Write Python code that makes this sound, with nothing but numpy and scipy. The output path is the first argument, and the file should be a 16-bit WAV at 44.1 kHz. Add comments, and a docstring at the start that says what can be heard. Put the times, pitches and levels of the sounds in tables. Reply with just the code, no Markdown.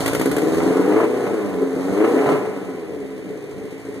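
"""A four-cylinder motorcycle with open pipes, revved twice and left to sink to idle in a cluttered garage.
Each firing thumps into the pipes and throws a rasp and a hiss; two cylinders pull harder than the rest.
The pipes crack and bark on the way up, and unburnt fuel pops in them as the second rev falls away.
Valve gear ticks and the chain whirrs underneath. The microphone is a small camera near the bike:
two closely spaced capsules feeding a stereo widener."""
import sys
import numpy as np
from scipy import signal
from scipy.fft import rfft, irfft, next_fast_len
from scipy.io import wavfile
from scipy.ndimage import uniform_filter1d

SR = 44100
rng = np.random.default_rng(int(sys.argv[2]) if len(sys.argv) > 2 else 0)


def master_out(mix):
    """Clip the mix to full scale and print it as 16-bit PCM to the path in sys.argv[1]."""
    frames = np.transpose(np.atleast_2d(mix))
    ceiling = np.clip(frames, -1, 1)
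    pcm = np.round(ceiling * 32767).astype(np.int16)
    wavfile.write(sys.argv[1], SR, pcm)


N = 176400

# Engine speed through the two revs: time_s, firing_rate_hz
FIRING_RATE = [(0.0, 53.82), (0.1, 56.3), (0.22, 64.6), (0.36, 76.45), (0.55, 81.13), (0.72, 87.62),
               (0.88, 98.77), (1.05, 117.5), (1.17, 125.1), (1.3, 115), (1.55, 91.5), (1.75, 87.65),
               (1.92, 95.83), (2.1, 118.5), (2.24, 142.3), (2.36, 127.1), (2.55, 99.53), (2.8, 82.4),
               (3.05, 69.23), (3.3, 60.7), (3.6, 55.55), (4.0, 55.43)]
def crank():
    """Engine cycles turned so far, at four firings a cycle."""
    rate_hz, = in_time(FIRING_RATE)
    return np.cumsum(rate_hz) / SR / 4


# Strength of each cylinder at full unevenness: thump_db, rasp_db, hiss_db
CYLINDER_BALANCE = [(0, -2, -3), (-1, 0, 0), (-7, -8, -12), (-15, -14, -18)]
def firings(unevenness, scatter_db):
    """The cylinders fire in turn, each a little off in time and size: thump, rasp and hiss pulses."""
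    first_firing_cycles, jitter_s_per_db = .82, .00007
    cycles = crank()
    number = np.arange(-3, 4 * cycles[-1] - 4).astype(int)
    chance = rng.standard_normal((len(number), 3))
    at = np.interp(first_firing_cycles + number / 4, cycles, np.arange(N)).astype(int)
    jitter_s = chance[:, 0] * scatter_db[at] * jitter_s_per_db
    at = (at + jitter_s * SR).clip(0, N - 1).astype(int)
    cylinder_db = np.array(CYLINDER_BALANCE)[number % 4] * unevenness[at, None]
    pulse_db = cylinder_db + scatter_db[at, None] * chance[:, [1, 2, 2]]
    return [clicks(at, amp(db)) for db in pulse_db.T]


# Resonances of the air in the pipes: pitch_hz, width_hz, pulse_gain_db, flow_gain_db
PIPE_MODES = [(138.8, 32.4, -10, -9.5), (199, 17.2, -2, 3.5), (272.8, 13.8, 2.5, -0.5),
              (313.3, 33.5, 0.5, -9.5), (403.3, 41.3, -5.5, 1.5), (429.2, 32.3, -1, 0), (468, 55, -6, -9.5),
              (578, 58, -20, -2.5), (703, 53, -9.5, -4), (380, 73, -21, -26)]
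# Tone of the thump at the microphone: frequency_hz, gain_db
THUMP_TONE = [(30, -34), (70, -9), (130, -3.5), (235, -5), (290, 0.5), (360, -3.5), (450, -7),
              (1000, -33.5), (2000, -22.5), (4000, -62.5)]
def pipes(pulses, flow, boom=1):
    """Pulses and turbulent flow ring the pipes; boom scales the three resonances under 300 Hz."""
    ring = 0
    for k, (hz, width_hz, pulse_db, flow_db) in enumerate(PIPE_MODES):
        drive = amp(pulse_db) * pulses + amp(flow_db) * flow
        ring = ring + resonance(drive * (boom if k < 3 else 1), hz, width_hz)
    direct = amp(-29.5) * (pulses + flow)
    return colour(ring + direct, THUMP_TONE)


# Drive to the low pipe resonances: time_s, gain_db
LOW_MODE_DRIVE = [(0, 3), (.5, 2), (.85, -2), (1.1, -10), (1.3, 0), (1.5, -5), (1.65, 0), (1.9, 1),
                  (2.1, -24), (2.2, -11), (2.4, -1), (2.6, -0.5), (3.2, 1), (4, 4)]
def boom_gain():
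    """The boom of the pipes thins near the top of each rev."""
    return amp(in_time(LOW_MODE_DRIVE)[0])


# Exhaust levels as the throttle opens and shuts: time_s, thump_db, rasp_db, hiss_db, drone_db
EXHAUST_LEVELS = [(0, -24, -31, -35, -35), (.2, -18, -35.5, -41, -39.5), (.45, -17, -34.5, -43, -56),
                  (.6, -17, -31.5, -41.5, -46), (.85, -15.5, -31.5, -46, -57), (.97, -13, -29.5, -46, -66),
                  (1.045, -11.5, -28, -47, -57), (1.075, -14, -36, -48.5, -70),
                  (1.25, -17.5, -34, -47.5, -50), (1.53, -21, -38, -51, -45.5),
                  (1.7, -21.5, -41.5, -51, -60), (1.92, -18, -36, -46.5, -43.5),
                  (2.03, -9.5, -29, -47, -47), (2.13, -12.5, -31.5, -44.5, -58),
                  (2.2, -15.5, -29.5, -46.5, -62), (2.33, -15.5, -26, -46, -51),
                  (2.38, -23.5, -32.5, -49.5, -45), (2.46, -25, -36.5, -52, -47.5),
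                  (2.8, -27, -47, -56, -62), (3.1, -29.5, -51, -56.5, -56.5), (3.6, -31, -52, -56, -51.5),
                  (4, -31.5, -49.5, -54.5, -51)]
# How roughly the engine runs: time_s, unevenness_share, scatter_db, turbulent_share
ROUGHNESS = [(0, 1.0, 2.0, .08), (.5, 1.0, 2.0, .12), (.65, .7, 2.5, .22), (1.0, .65, 2.2, .22),
             (1.1, .8, 1.0, .2), (1.25, .8, 1.2, .25), (1.35, .75, 3.0, .55), (1.52, .6, 3.0, .5),
             (1.65, .35, 2.5, .38), (1.9, .4, 2.5, .35), (2.05, .75, 2.0, .25), (2.2, .9, 2.0, .4),
             (2.35, .6, 3.0, .6), (2.6, .6, 3.0, .6), (4, .6, 3.0, .6)]
# Tone of the rasp at the microphone: frequency_hz, gain_db
RASP_TONE = [(300, -19.5), (600, 11), (1000, 2.5), (1500, -6), (2100, -3), (2800, -9), (4000, -37.5),
             (8000, -30.5)]
# Tone of the hiss at the microphone: frequency_hz, gain_db
HISS_TONE = [(1500, -3), (2800, -0.5), (4000, 0), (5500, -1.5), (7000, -0.5), (8500, 0), (11000, -3),
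             (14000, -8.5)]
def exhaust():
    """Thump, drone, rasp and hiss of the near pipe; row two is the rasp and hiss of the other pipe."""
    thump_db, rasp_db, hiss_db, drone_db = in_time(EXHAUST_LEVELS)
    unevenness, scatter_db, turbulent_share = in_time(ROUGHNESS)
    thump_pulses, rasp_pulses, hiss_pulses = firings(unevenness, scatter_db)
    pulses = np.sqrt(1 - turbulent_share) * even_level(thump_pulses, SR // 6)
    lumps = rms_one(amp(3.0 * drift(hz=10)))
    flow = np.sqrt(turbulent_share) * lumps * rng.standard_normal(N)
    thump = pipes(pulses * amp(thump_db), flow * amp(thump_db), boom_gain())
    thump /= np.std(pipes(pulses, flow))
    low_end = thump + drone(drone_db)
    rasp = pipe_walls(colour(puffs(rasp_pulses, decay_s=.0047, steady_share=.9), RASP_TONE))
    hiss = colour(puffs(hiss_pulses, decay_s=.012, steady_share=.57), HISS_TONE)
    both_pipes = amp(rasp_db) * rms_one(rasp) + amp(hiss_db) * rms_one(hiss)
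    both_pipes[0] += low_end
    return both_pipes


def puffs(pulses, decay_s, steady_share):
    """Gas leaves both pipes in dying puffs over a steady rush, each pipe with its own noise."""
    gate = even_level(decay(pulses, decay_s), SR // 8)
    return (steady_share + (1 - steady_share) * gate) * rng.standard_normal((2, N))


# Low engine orders: firing_rate_multiple, level_db
DRONE_ORDERS = [(1, 9.5), (1.5, -8.5), (2, 1), (2.5, -0.5), (3, -19)]
# Tone of the drone at the microphone: frequency_hz, gain_db
DRONE_TONE = [(40, -3), (55, -5.5), (80, 11), (120, 2), (200, 18.5), (300, -2.5), (420, -31.5)]
def drone(level_db):
    """Clean low tones follow the firing rate and waver in level."""
    firing_phase = 2 * np.pi * 4 * crank()
    tones = sum(amp(db) * np.sin(multiple * firing_phase) for multiple, db in DRONE_ORDERS)
    return colour(amp(level_db + 2.5 * drift(hz=9)) * tones, DRONE_TONE)


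# Narrow rings of the thin pipe walls: pitch_hz, width_hz, gain_db
WALL_MODES = [(540, 20, 8), (748, 32, -2.5), (1010.8, 9.9, 8), (1096, 23, 0.5), (1181, 65, -5),
              (1296, 20, 1.5), (1337, 30, 1.5), (1464, 9.7, 10.5), (1757, 6.8, 5)]
def pipe_walls(rasp):
    """The rasp sets the pipe walls ringing."""
    return rasp + sum(amp(db) * resonance(rasp, hz, width_hz) for hz, width_hz, db in WALL_MODES)


# Firings much harder than their neighbours: start_s, level_db
HARD_FIRINGS = [(0.663, -1), (0.707, -1), (0.795, 1), (0.878, 1), (0.918, -2.5), (0.958, -17), (1.045, -5),
                (1.351, -15), (2.001, -6.5), (2.047, -9), (2.084, -5), (2.114, -11.5), (2.136, 2.5),
                (2.166, 1)]
def barks():
    """Each bark is one clean pressure pulse into the pipes."""
    unit_peak = np.abs(pipes(clicks([0], [1]), 0)).max()
    return amp(-3.5) * pipes(strikes(HARD_FIRINGS), 0, boom_gain()) / unit_peak


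# Pops as the second rev falls away: start_s, level_db
FUEL_POPS = [(2.262, -4.5), (2.29, -4), (2.318, -4)]
def pops():
    """Unburnt fuel goes off: a noisy blast through the pipes with a low boom."""
    boom_hz = 153.2
    noise = rng.standard_normal(N)
    bursts = decay(strikes(FUEL_POPS), decay_s=.018) * noise
    blast = pipes(bursts, 0, boom_gain()) / np.std(pipes(noise, 0))
    boom = resonance(bursts, boom_hz, width_hz=33) / np.std(resonance(noise, boom_hz, width_hz=81))
    return amp(-10) * (blast + amp(-3) * boom)


# Cracks while the revs are still low: start_s, level_db
MOUTH_CRACKS = [(0.0598, -15.5), (0.0784, -17.5), (0.132, -23), (0.1487, -17), (0.196, -21), (0.214, -20),
                (0.257, -20.5), (0.314, -20.5), (0.3652, -20.5), (0.383, -24), (0.417, -30), (0.545, -27)]
# Tone of a crack at the microphone: frequency_hz, gain_db
CRACK_TONE = [(500, -24), (900, 1), (1400, 12.5), (2200, 11), (3500, 2), (5500, -3), (8500, 4), (11000, 2),
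              (14000, 1.5)]
def cracks():
    """Short bright bursts of noise at the two pipe mouths."""
    rise_s = .0008
    gate = decay(strikes(MOUTH_CRACKS), decay_s=.009)
    gate = uniform_filter1d(gate, int(rise_s * SR) + 1)
    noise = rng.standard_normal((2, N))
    return amp(-6.5) * colour(gate * noise, CRACK_TONE) / np.std(colour(noise, CRACK_TONE))


# Raspy snaps, mostly of single firings, with a late tick among them: start_s, level_db
RASPY_SNAPS = [(0.059, -22), (0.148, -17.5), (0.212, -15), (0.315, -27), (0.367, -25), (0.418, -17.5),
               (0.603, -13), (0.623, -23), (0.745, -22), (0.922, -16.5), (0.966, -15), (0.988, -14.5),
               (1.002, -12.5), (1.039, -18), (1.268, -16), (1.991, -26), (2.002, -17), (2.045, -10),
               (2.189, -12), (2.26, -13.5), (2.289, -9), (2.454, -23.5), (2.687, -30), (2.772, -33),
               (2.844, -30), (3.519, -34), (3.953, -37)]
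def snaps():
    """Short bursts of rasp ring the walls of both pipes."""
    gate = decay(strikes(RASPY_SNAPS), decay_s=.0059)
    noise = rng.standard_normal((2, N))
    bursts = pipe_walls(colour(gate * noise, RASP_TONE))
    return amp(-8.5) * bursts / np.std(pipe_walls(colour(noise, RASP_TONE)))


# Two valve ticks each engine cycle: position_cycles, level_db
VALVE_TICKS = [(0.159, -73), (0.677, -59)]
# Rings of the cylinder head: pitch_hz, level_db, t60_s
HEAD_MODES = [(1500, 0, .005), (2200, -2, .004), (3700, -3, .004), (6400, -5, .003), (9000, -6, .003)]
def valve_gear():
    """The valve gear ticks against the metal of the cylinder head, never twice alike."""
    cycles = crank()
    turns = np.arange(int(cycles[-1]))
    at = np.concatenate([np.interp(turns + position, cycles, np.arange(N)) for position, _ in VALVE_TICKS])
    tick_db = np.repeat([db for _, db in VALVE_TICKS], len(turns))
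    ring = 0
    for hz, mode_db, t60_s in HEAD_MODES:
        radius, angle = amp(-60 / (t60_s * SR)), 2 * np.pi * hz / SR
        ticks = clicks(at, amp(tick_db + mode_db + 3.0 * rng.standard_normal(len(at))))
        poles = [1, -2 * radius * np.cos(angle), radius ** 2]
        ring = ring + signal.lfilter([0, np.sin(angle)], poles, ticks)
    return ring


def whirr():
    """Chain and gears whirr steadily in the casing."""
    hz, width_hz = 2014, 920
    band = resonance(rng.standard_normal((2, N)), hz, width_hz)
    return amp(-54) * rms_one(resonance(band, hz, width_hz))


def rumble():
    """A faint low background rumble that thins as the firing rate climbs."""
    fade_db_per_hz = .2
    climb_hz = in_time(FIRING_RATE)[0] - FIRING_RATE[0][1]
    low_noise = rms_one(resonance(rng.standard_normal(N), hz=45, width_hz=46))
    return amp(-47 - fade_db_per_hz * climb_hz) * low_noise


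# Echo paths between the garage surfaces, a row for mid and a row for side: round_trip_s in each column
ECHO_PATHS = [(.0117, .0153, .0189, .0229, .0271, .0317, .0371, .0433),
              (.0127, .0143, .0199, .0241, .0283, .0331, .0389, .0419)]
# Short decay of the cluttered garage: frequency_hz, t60_s
GARAGE_DECAY = [(60, 0.46), (400, 0.24), (2000, 0.24), (12000, 0.33)]
def garage(sound, row):
    """Sound bounces between the surfaces around the bike, losing some level on every round trip."""
    def response(hz):
        echoes = 0
        for k, trip_s in enumerate(ECHO_PATHS[row]):
            loop = amp(-60 * trip_s / at_hz(GARAGE_DECAY, hz)) * np.exp(-2j * np.pi * hz * trip_s)
            echoes = echoes + (-1) ** k * loop / (1 - loop)
        return echoes / np.sqrt(len(ECHO_PATHS[row]))
    return through(sound, response)


def amp(db):
    """Decibels to gain."""
    return 10 ** (np.asarray(db) / 20)


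def rms_one(x):
    """Scale to rms 1."""
    return x / np.sqrt(np.mean(x ** 2) + 1e-20)


def even_level(x, window_samples):
    """Hold the running rms at 1."""
    return x / np.sqrt(uniform_filter1d(x ** 2, window_samples) + 1e-12)


def in_time(rows):
    """The columns after time_s, one value per sample."""
    time_s, *columns = np.transpose(rows)
    return [np.interp(np.arange(N) / SR, time_s, column) for column in columns]


def at_hz(points, hz):
    """Read a spectrum on a log frequency axis."""
    frequencies, values = np.transpose(points)
    return np.interp(np.log(hz + 1), np.log(frequencies), values)


def through(x, response):
    """Filter by a complex response given as a function of Hz."""
    size = next_fast_len(N + SR)
    hz = np.arange(size // 2 + 1) * SR / size
    return irfft(rfft(x, size) * response(hz), size)[..., :N]


def colour(x, tone):
    """Causal (minimum-phase) filter with the gains of a tone table."""
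    def response(hz):
        cepstrum = irfft(np.log(amp(at_hz(tone, hz))))
        cepstrum[1:len(cepstrum) // 2] *= 2
        cepstrum[len(cepstrum) // 2 + 1:] = 0
        return np.exp(rfft(cepstrum))
    return through(x, response)


def resonance(x, hz, width_hz):
    """Two-pole peak of gain 1."""
    radius = np.exp(-np.pi * width_hz / SR)
    poles = [1, -2 * radius * np.cos(2 * np.pi * hz / SR), radius ** 2]
    return signal.lfilter(np.array([1, 0, -1]) * (1 - radius ** 2) / 2, poles, x)


def clicks(at, sizes):
    """Impulses at sample positions."""
    return np.bincount(np.clip(at, 0, N - 1).astype(int), sizes, N) + 1e-18


def strikes(events):
    """Impulses from rows of start_s, level_db."""
    start_s, level_db = np.transpose(events)
    return clicks(start_s * SR, amp(level_db))


def decay(pulses, decay_s):
    """Give each impulse an exponential tail."""
    return signal.lfilter([1], [1, -np.exp(-1 / (decay_s * SR))], pulses)


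def drift(hz):
    """Slow random wander of rms 1."""
    pole = np.exp(-2 * np.pi * hz / SR)
    return rms_one(signal.lfilter([1], [1, -2 * pole, pole ** 2], rng.standard_normal(N + SR))[SR:])


# Tone of the difference between the capsules: frequency_hz, gain_db
SIDE_TONE = [(50, -11), (120, -24.5), (200, -12), (260, -21), (500, -8.5), (1000, -8.5), (2000, -3),
             (5000, -3.5), (14000, -2.5)]
# Phase lead of the left capsule over the middle: frequency_hz, lead_rad
LEFT_LEAD = [(50, -0.18), (120, 0.0041), (185, -0.13), (260, 0.014), (400, 0.051), (550, 0.22),
             (800, -0.07), (1300, 0.0028)]
def scene():
    """Both capsules face the bike; the other pipe, other echoes and a slight phase lead set them apart."""
    near, other = exhaust() + cracks() + snaps() + whirr()
    bike = near + barks() + rumble() + pops() + valve_gear()
    mid = bike + amp(-8.5) * garage(bike, row=0)
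    side = colour(garage(bike, row=1) + amp(2) * other, SIDE_TONE)
    side += through(mid, lambda hz: 1j * at_hz(LEFT_LEAD, hz))
    return np.array([mid + side, mid - side])


def record(dry):
    """The camera's widener subtracts the opposite channel, delayed and dulled; then the top is cut."""
    cross_gain, lag_s, cross_cutoff_hz, cutoff_hz = .985, 17 / SR, 5200, 14050
    def crossfeed(hz):
        return cross_gain * np.exp(-2j * np.pi * hz * lag_s) / np.sqrt(1 + (hz / cross_cutoff_hz) ** 4)
    wide = dry - through(dry[::-1], crossfeed)
    return signal.sosfilt(signal.ellip(10, .3, 60, cutoff_hz, fs=SR, output="sos"), wide)


dry = scene()
out = record(dry)
master_out(out)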